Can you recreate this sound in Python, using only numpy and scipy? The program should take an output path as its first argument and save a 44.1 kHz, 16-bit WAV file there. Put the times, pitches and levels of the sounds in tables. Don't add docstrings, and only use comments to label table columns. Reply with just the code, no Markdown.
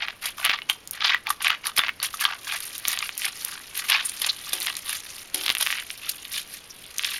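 import sys
import numpy as np
from scipy import signal
from scipy.fft import rfft, irfft
from scipy.io import wavfile
from scipy.ndimage import uniform_filter1d

SR = 44100
rng = np.random.default_rng(int(sys.argv[2]) if len(sys.argv) > 2 else 0)


def master_out(mix):
    frames = np.transpose(np.atleast_2d(mix))
    ceiling = np.clip(frames, -1, 1)
    pcm = np.round(ceiling * 32767).astype(np.int16)
    wavfile.write(sys.argv[1], SR, pcm)


N = 317079
CONTROL_HZ = 2000

# frequency in Hz, gain in dB.
SLIME_SPECTRUM = [(100, -37), (350, -33.5), (650, 6.5), (1100, 12), (2000, 12.5), (3200, 12.5), (4500, 8),
                  (6500, -3.5), (9000, -7.5)]
# time in seconds, relative level in dB.
FIZZ_CURVE = [(0.0, -63.0), (1.9, -63.0), (2.55, -50.0), (3.7, -52.0), (4.25, -47.0), (5.3, -54.5),
              (6.2, -49), (6.7, -57), (7.19, -45)]


def squelch(gain_db=0.21, ref_per_s=3900, ref_db=-30.5):
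    level_db, pocket_hz = airflow()
    per_s = ref_per_s * from_db(.25 * (level_db - ref_db))
    bubbles = grains(per_s, pocket_hz, band_hz=(650, 6800), q=2.7, spread_db=3, clump_db=9, pocket_db=7)
    return from_db(level_db + gain_db) * even_out(colour(bubbles, SLIME_SPECTRUM), window_s=.016)


def airflow(fizz_gain_db=2.5, resting_hz=2700, glide_octaves_per_s=-0.86):
    # start in seconds, hold in seconds, level in dB, pocket pitch in Hz.
    squeezes = [(0.0, 0.032, -26.0, 2470), (0.072, 0.021, -32.5, 2350), (0.211, 0.074, -32.5, 2700.0),
                (0.362, 0.063, -36.0, 1390), (0.419, 0.12, -23.5, 2570), (0.686, 0.014, -28.5, 3136),
                (0.919, 0.07, -39, 2521), (0.998, 0.025, -26.0, 2720), (1.022, 0.046, -19, 3160),
                (1.086, 0.015, -19.5, 2430), (1.1, 0.038, -25.5, 1950), (1.25, 0.057, -33.5, 1388),
                (1.397, 0.016, -31.5, 1170), (1.426, 0.026, -25.0, 2700.0), (1.449, 0.012, -14.5, 2620),
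                (1.475, 0.056, -26.5, 2320), (1.619, 0.071, -33.5, 1130), (1.762, 0.028, -22.0, 1900),
                (1.802, 0.061, -29.0, 2270), (1.991, 0.075, -33.5, 2394), (2.179, 0.083, -28.0, 1493),
                (2.258, 0.075, -31.5, 2100), (2.457, 0.094, -29.0, 2145), (2.827, 0.12, -32.5, 3180),
                (2.961, 0.089, -34.5, 2777), (3.192, 0.081, -28.5, 2824), (3.397, 0.18, -40.0, 2490),
                (3.732, 0.12, -37.5, 1637), (3.88, 0.013, -19.5, 2700), (3.886, 0.075, -22.5, 2984),
                (3.957, 0.055, -28.0, 2802), (4.199, 0.08, -29, 3657), (4.419, 0.23, -36.5, 3267),
                (4.649, 0.053, -28.5, 3450), (4.847, 0.092, -32, 3270), (5.321, 0.19, -34, 3405),
                (5.585, 0.045, -28, 2920), (5.641, 0.17, -30.5, 2300), (6.011, 0.068, -35.0, 3107),
                (6.303, 0.085, -32, 4220), (6.83, 0.028, -43, 3330), (6.976, 0.19, -31, 2782)]
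    t = np.arange(0, N / SR, 1 / CONTROL_HZ)
    power = from_db(np.interp(t, *np.transpose(FIZZ_CURVE)) + fizz_gain_db) ** 2
    weighted_octaves = power * np.log2(resting_hz)
    for s, hold_s, db, hz in squeezes:
        pressure = stroke(t, s, hold_s, attack_s=.004, sag_db_per_s=10, release_db_per_s=420)
        push = (from_db(db) * pressure) ** 2
        glide = glide_octaves_per_s * (np.clip(t - s, 0, hold_s) - hold_s / 2)
        power += push
        weighted_octaves += push * (np.log2(hz) + glide)
    return per_sample(np.c_[t, 10 * np.log10(power), 2 ** (weighted_octaves / power)])


def crackle(gain_db=4.5, per_s=5500, film_hz=10000):
    # frequency in Hz, gain in dB.
    grit_spectrum = [(150, -43), (600, -24), (1200, 4), (2500, 11.5), (4500, 12), (7000, 8), (10800, 11),
                     (13000, 4), (16000, -7.5)]
    pitch_hz = np.full(N, film_hz)
    ticks = grains(per_s, pitch_hz, band_hz=(1000, 14500), q=3.2, spread_db=4, clump_db=6, pocket_db=4)
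    return from_db(tearing() + gain_db) * even_out(colour(ticks, grit_spectrum), window_s=.027)


def tearing(fizz_gain_db=2.5):
    # start in seconds, hold in seconds, level in dB.
    tears = [(0.21, 0.072, -37), (0.36, 0.072, -41.5), (0.689, 0.0084, -30.5), (0.92, 0.029, -43.5),
             (1.036, 0.025, -43), (1.287, 0.018, -37.5), (1.407, 0.047, -33.5), (1.639, 0.033, -36),
             (1.753, 0.025, -34), (2.023, 0.031, -31), (2.101, 0.058, -39), (2.196, 0.031, -29),
             (2.421, 0.15, -37), (2.549, 0.13, -39), (2.706, 0.072, -40), (2.847, 0.089, -33),
             (3.011, 0.059, -40), (3.148, 0.13, -36), (3.298, 0.24, -40), (3.741, 0.052, -32),
             (3.833, 0.063, -36.5), (4.029, 0.074, -39), (4.102, 0.18, -42), (4.426, 0.083, -41),
             (4.516, 0.044, -34.5), (4.579, 0.11, -34.5), (4.764, 0.0065, -34.5), (4.832, 0.15, -34.5),
             (4.981, 0.24, -43), (5.344, 0.028, -35.5), (5.358, 0.16, -36.5), (5.551, 0.17, -35),
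             (5.7, 0.12, -44), (5.889, 0.025, -41.5), (6.086, 0.018, -32.5), (6.297, 0.097, -34),
             (6.492, 0.068, -40.5), (6.97, 0.19, -38.5)]
    t = np.arange(0, N / SR, 1 / CONTROL_HZ)
    power = from_db(np.interp(t, *np.transpose(FIZZ_CURVE)) + fizz_gain_db) ** 2
    for s, hold_s, db in tears:
        pressure = stroke(t, s, hold_s, attack_s=.00081, sag_db_per_s=11, release_db_per_s=424)
        power += (from_db(db) * pressure) ** 2
    return per_sample(np.c_[t, 10 * np.log10(power)])[0]


def stroke(t, start_s, hold_s, attack_s, sag_db_per_s, release_db_per_s, build_share=.45):
    age_s = np.maximum(t - start_s, 0)
    build = np.minimum(age_s / (attack_s + build_share * hold_s), 1)
    fall_db = sag_db_per_s * age_s + release_db_per_s * np.maximum(age_s - hold_s, 0)
    return build * from_db(-np.minimum(fall_db, 120))


def grains(per_s, pocket_hz, band_hz, q, spread_db, clump_db, pocket_db, pitch_count=24):
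    at = np.flatnonzero(rng.random(N) < per_s / SR)
    pitches_hz = np.geomspace(*band_hz, pitch_count)
    slot = rng.integers(0, pitch_count, len(at))
    octaves_off = np.log2(pitches_hz[slot] / pocket_hz[at]) + .3 * wander(at, per_s=40)
    size_db = spread_db * np.minimum(rng.exponential(1, len(at)), 4) + clump_db * wander(at, per_s=170)
    size_db += pocket_db * np.exp(-(octaves_off / .4) ** 2)
    size_db += pocket_db * np.clip(octaves_off + .8, -1, 0) / 2
    sizes = from_db(size_db) * rng.choice([-1, 1], len(at))
    return sum(resonate(np.bincount(at, sizes * (slot == k), N), hz, q)
               for k, hz in enumerate(pitches_hz))


def pops(gain_db=6, glide=.034, burst_db=-8.5, burst_t60_s=.011, tail_db=-27, tail_t60_s=.14):
    # start in seconds, relative level in dB, pitch in Hz.
    pockets = [(0.588, -22, 2100), (0.619, -23, 2830), (0.6983, -5, 3050), (1.1458, -8, 1900),
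               (1.2694, -14, 2320), (1.3037, -16, 1164), (1.5033, -6, 2841), (1.7919, -3, 3400),
               (2.001, -16.5, 4290), (2.1404, -25, 1235), (2.252, -5, 3133), (3.026, -14.5, 2301)]
    t60_cycles, rise_s = 15, .00025
    out, t = np.zeros(N), seconds(tail_t60_s)
    for s, db, hz in pockets:
        age = t * hz / t60_cycles
        decay = from_db(-60 * age) + from_db(tail_db - 60 * t / tail_t60_s)
        tone = np.sin(2 * np.pi * hz * t * (1 + glide * np.minimum(age, 1))) * decay
        burst = colour(rng.standard_normal(len(t)) * from_db(-60 * t / burst_t60_s), SLIME_SPECTRUM)
        pop = tone + from_db(burst_db) * burst / np.abs(burst).max()
        add(out, s, from_db(db + gain_db) * pop * (1 - np.exp(-(t / rise_s) ** 2)))
    return cut_bass(out)


def strands(rise_cycles=.6, tick_db=-21):
    # peak time in seconds, level in dB.
    releases = [(0.0843, -9.5), (0.4447, -7), (0.453, -2.5), (0.4603, -3), (0.4674, -7), (0.4766, -16),
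                (0.4826, -14), (0.4961, -2), (0.5065, -7.5), (0.5157, -7), (1.0893, -14), (1.0959, -9),
                (1.142, -12), (1.4459, -9.5), (1.8372, -7), (1.8835, -9.5), (1.8912, -9.5), (1.8937, -6.5),
                (2.0467, -11.5), (2.853, -6.5), (2.9746, -10), (3.0925, -11), (3.9202, 0), (3.9224, -2.5),
                (4.246, -5.5), (4.6704, -6), (5.463, -4.5), (5.481, -4), (5.4935, -3.5), (5.5018, 2.5),
                (5.5172, -12), (5.5513, -7), (5.5695, -10.5), (5.665, -5.5), (5.6718, -5), (5.7041, -7),
                (5.7266, -5.5), (5.785, -12), (5.9042, -11), (6.9947, -6.5), (7.0361, -10), (7.0497, -5.5)]
    out, t = np.zeros(N), seconds(.004)
    _, pocket_hz = airflow()
    for s, db in releases:
        hz = pocket_hz[int(s * SR)]
        rise_s = rise_cycles / hz
        tone = np.sin(2 * np.pi * (hz * t + rng.random()))
        tick = from_db(tick_db) * rng.standard_normal(len(t))
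        add(out, s - rise_s, from_db(db) * (tone + tick) * blip(t, rise_s))
    return cut_bass(out)


def crunches(gain_db=7.5, per_s=9000, spread_db=1.5, rise_s=.000061, t60_s=.03):
    # start in seconds, relative peak in dB.
    runs = [(0.2565, -20.5), (0.449, -13.5), (1.303, -13.5), (1.4797, -23.5), (1.6684, -14), (1.7807, -13),
            (2.0282, -16.5), (2.9292, -20), (3.252, -14.5), (3.8985, -14.5), (4.2168, -16), (4.263, -18),
            (4.5318, -16), (5.344, -14), (5.6092, -16.5), (5.6256, -16), (6.0919, -17.5)]
    # frequency in Hz, gain in dB.
    shard_spectrum = [(150, -38), (600, -4), (1200, -8.5), (3500, 7), (7000, -1), (11000, 10.5),
                      (13500, -3), (16000, -37.5)]
    out, t = np.zeros(N), seconds(.04)
    envelope = from_db(-60 * t / t60_s) * (1 - np.exp(-t / rise_s))
    for s, db in runs:
        clicks = (rng.random(len(t)) < per_s / SR) * rng.choice([-1, 1], len(t))
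        sizes = from_db(rng.normal(0, spread_db, len(t)))
        burst = colour(clicks * sizes * envelope, shard_spectrum)
        add(out, s, from_db(db + gain_db) * burst / np.abs(burst).max())
    return out


def snaps(gain_db=1, rise_s=.00035, q=1.23):
    # time in seconds, relative peak in dB, pitch in Hz.
    shell_bits = [(0.875, -17.5, 7300), (0.9106, -9.5, 9490), (2.654, -21, 10630), (2.7809, -15, 9970),
                  (2.8821, -6, 7460), (2.8827, -1.5, 10500), (2.9895, -7.5, 5470), (3.1784, -9, 10550),
                  (3.449, -5.5, 9580), (3.7909, -19, 8154), (4.0956, -8.5, 8180), (4.2661, -11, 7340),
                  (4.603, -11, 10470), (4.6194, -14.5, 4170), (4.7533, -15, 4870), (4.7678, -12.5, 6580),
                  (4.894, -11, 8840), (5.551, -11, 8500), (5.584, -9.5, 8400), (6.098, -13, 9660),
                  (6.2518, -20, 2920), (6.9833, -8.5, 7380), (7.0464, -8, 4500)]
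    out, t = np.zeros(N), seconds(.004)
    for s, db, hz in shell_bits:
        tick = resonate(rng.standard_normal(len(t)) * blip(t, rise_s), hz, q)
        add(out, s - rise_s, from_db(db + gain_db) * tick / np.abs(tick).max())
    return out


def squirts(width_s=.0083, q=3.8):
    # peak time in seconds, level in dB, pitch in Hz.
    jets = [(3.94, -24, 4718), (3.952, -17.5, 2530), (4.058, -20.5, 8994), (4.298, -19, 3986),
            (6.709, -38, 5620)]
    out, t = np.zeros(N), seconds(.03)
    swell = np.exp(-((t - t.mean()) / width_s) ** 2)
    for s, db, hz in jets:
        jet = unit_rms(resonate(rng.standard_normal(len(t)), hz, q))
        add(out, s - t.mean(), from_db(db) * jet * swell)
    return out


def overload_thuds(rise_s=.00017):
    # start in seconds, peak in dB.
    thuds = [(0.4953, -26), (1.791, -21), (2.881, -28), (5.5014, -21)]
    out, t = np.zeros(N), seconds(.01)
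    for s, db in thuds:
        add(out, s, from_db(db) * t / rise_s * np.exp(1 - t / rise_s))
    return out


def palm(x, cut_hz=1490):
    # time in seconds, share open from 0 to 1.
    opening = [(5.55, 0), (6.0, 1)]
    opened, = per_sample(opening)
    thin = signal.sosfilt(signal.butter(2, cut_hz, "high", fs=SR, output="sos"), x)
    return (1 - opened) * x + opened * thin


def drops(reach_octaves=1.17):
    # start in seconds, level in dB, favoured pitch in Hz.
    landings = [(4.532, -52.5, 450.5), (5.346, -48, 312.1)]
    # frequency in Hz, gain in dB, t60 in seconds.
    floor_modes = [(305, 3.5, 0.62), (332.5, 3, 0.35), (382, 5.5, 0.52), (526, 3, 0.42), (557, 0, 0.76),
                   (745, 9, 0.47), (875, 6, 0.77)]
    out, t = np.zeros(N), seconds(.7)
    for s, db, spot_hz in landings:
        for hz, mode_db, t60_s in floor_modes:
            share = np.exp(-(np.log2(hz / spot_hz) / reach_octaves) ** 2 / 2)
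            ring = np.sin(2 * np.pi * hz * t) * from_db(-60 * t / t60_s)
            add(out, s, share * from_db(db + mode_db) * ring)
    return out


def sink(x, room_db=-23, room_t60_s=.41):
    # frequency in Hz, gain in dB, t60 in seconds.
    hollow_modes = [(1166, -40.5, 0.039), (1626, -50.5, 0.054), (1933, -50, 0.078), (3580, -46, 0.013)]
    t = seconds(.4)
    room = from_db(room_db) * echo_tail(t, delay_s=.006, t60_s=room_t60_s)
    hollow = sum(from_db(db - 60 * t / t60_s) * np.cos(2 * np.pi * hz * t)
                 for hz, db, t60_s in hollow_modes)
    return x + walls(x) + signal.fftconvolve(x, room + hollow)[:N]


def walls(x, level_db=-9, hop=1024):
    out, t = np.zeros(N), seconds(.04)
    for i in range(0, N, hop):
        echoes = echo_tail(t, delay_s=.001, t60_s=.059)
        piece = x[i:i + 2 * hop]
        add(out, i / SR, signal.fftconvolve(piece * np.hanning(2 * hop)[:len(piece)], echoes))
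    return from_db(level_db) * out


def room_tone(level_db=-52.5):
    # frequency in Hz, relative density in dB.
    hiss_spectrum = [(25, -2.5), (60, -3), (150, -5.5), (400, -6.5), (1000, -9.5), (3000, -12), (6500, -23),
                     (10500, -22), (16000, -43)]
    return from_db(level_db) * unit_rms(colour(rng.standard_normal(N), hiss_spectrum))


def echo_tail(t, delay_s, t60_s):
    tail = rng.standard_normal(len(t)) * (t > delay_s) * from_db(-60 * t / t60_s)
    return tail / np.linalg.norm(tail)


def cut_bass(x, cut_hz=750):
    return signal.sosfilt(signal.butter(3, cut_hz, "high", fs=SR, output="sos"), x)


def even_out(x, window_s):
    size, x = max(int(window_s * SR), 2), unit_rms(x)
    local_power = uniform_filter1d(uniform_filter1d(x ** 2, size), size)
    return x / np.sqrt(local_power + .01)


def resonate(x, hz, q):
    r = np.exp(-np.pi * hz / q / SR)
    b = np.array([1, 0, -1]) * (1 - r * r) / 2
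    a = [1, -2 * r * np.cos(2 * np.pi * hz / SR), r * r]
    once = signal.lfilter(b, a, x + 1e-18)
    return signal.lfilter(b, a, once + 1e-18)


def colour(x, spectrum, size=4096):
    hz, db = np.transpose(spectrum)
    grid_hz = np.maximum(np.arange(size // 2 + 1) * SR / size, 1)
    gain = from_db(np.interp(np.log(grid_hz), np.log(hz), db))
    cepstrum = irfft(np.log(gain))
    cepstrum[1:size // 2] *= 2
    cepstrum[size // 2:] = 0
    return signal.fftconvolve(x, irfft(np.exp(rfft(cepstrum))))[:len(x)]


def wander(at, per_s):
    knots = np.arange(0, N, SR / per_s)
    return np.interp(at, knots, rng.standard_normal(len(knots)))


def blip(t, rise_s):
    return (t / rise_s * np.exp(1 - t / rise_s)) ** 2


def per_sample(rows):
    s, *columns = np.transpose(rows)
    return [np.interp(np.arange(N) / SR, s, column) for column in columns]


def add(out, start_s, sound):
    i = max(0, round(start_s * SR))
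    out[i:i + len(sound)] += sound[:N - i]


def seconds(length_s):
    return np.arange(int(length_s * SR)) / SR


def from_db(db):
    return 10 ** (np.asarray(db) / 20)


def unit_rms(x):
    return x / np.sqrt(np.mean(x ** 2) + 1e-20)


def scene():
    egg = squelch() + crackle() + pops() + strands() + crunches() + snaps() + squirts()
    close_sound = palm(egg) + overload_thuds()
    hiss = room_tone()
    return (sink(close_sound) + drops() + hiss)[None]


def record(dry, notch_hz=7907, notch_width_hz=1840, ceiling=.72, cutoff_hz=16100):
    ported = signal.lfilter(*signal.iirnotch(notch_hz, notch_hz / notch_width_hz, fs=SR), dry)
    rounded = ported / (1 + (ported / ceiling) ** 6) ** (1 / 6)
    return signal.sosfilt(signal.ellip(10, .1, 80, cutoff_hz, fs=SR, output="sos"), rounded)


dry = scene()
out = record(dry)
master_out(out)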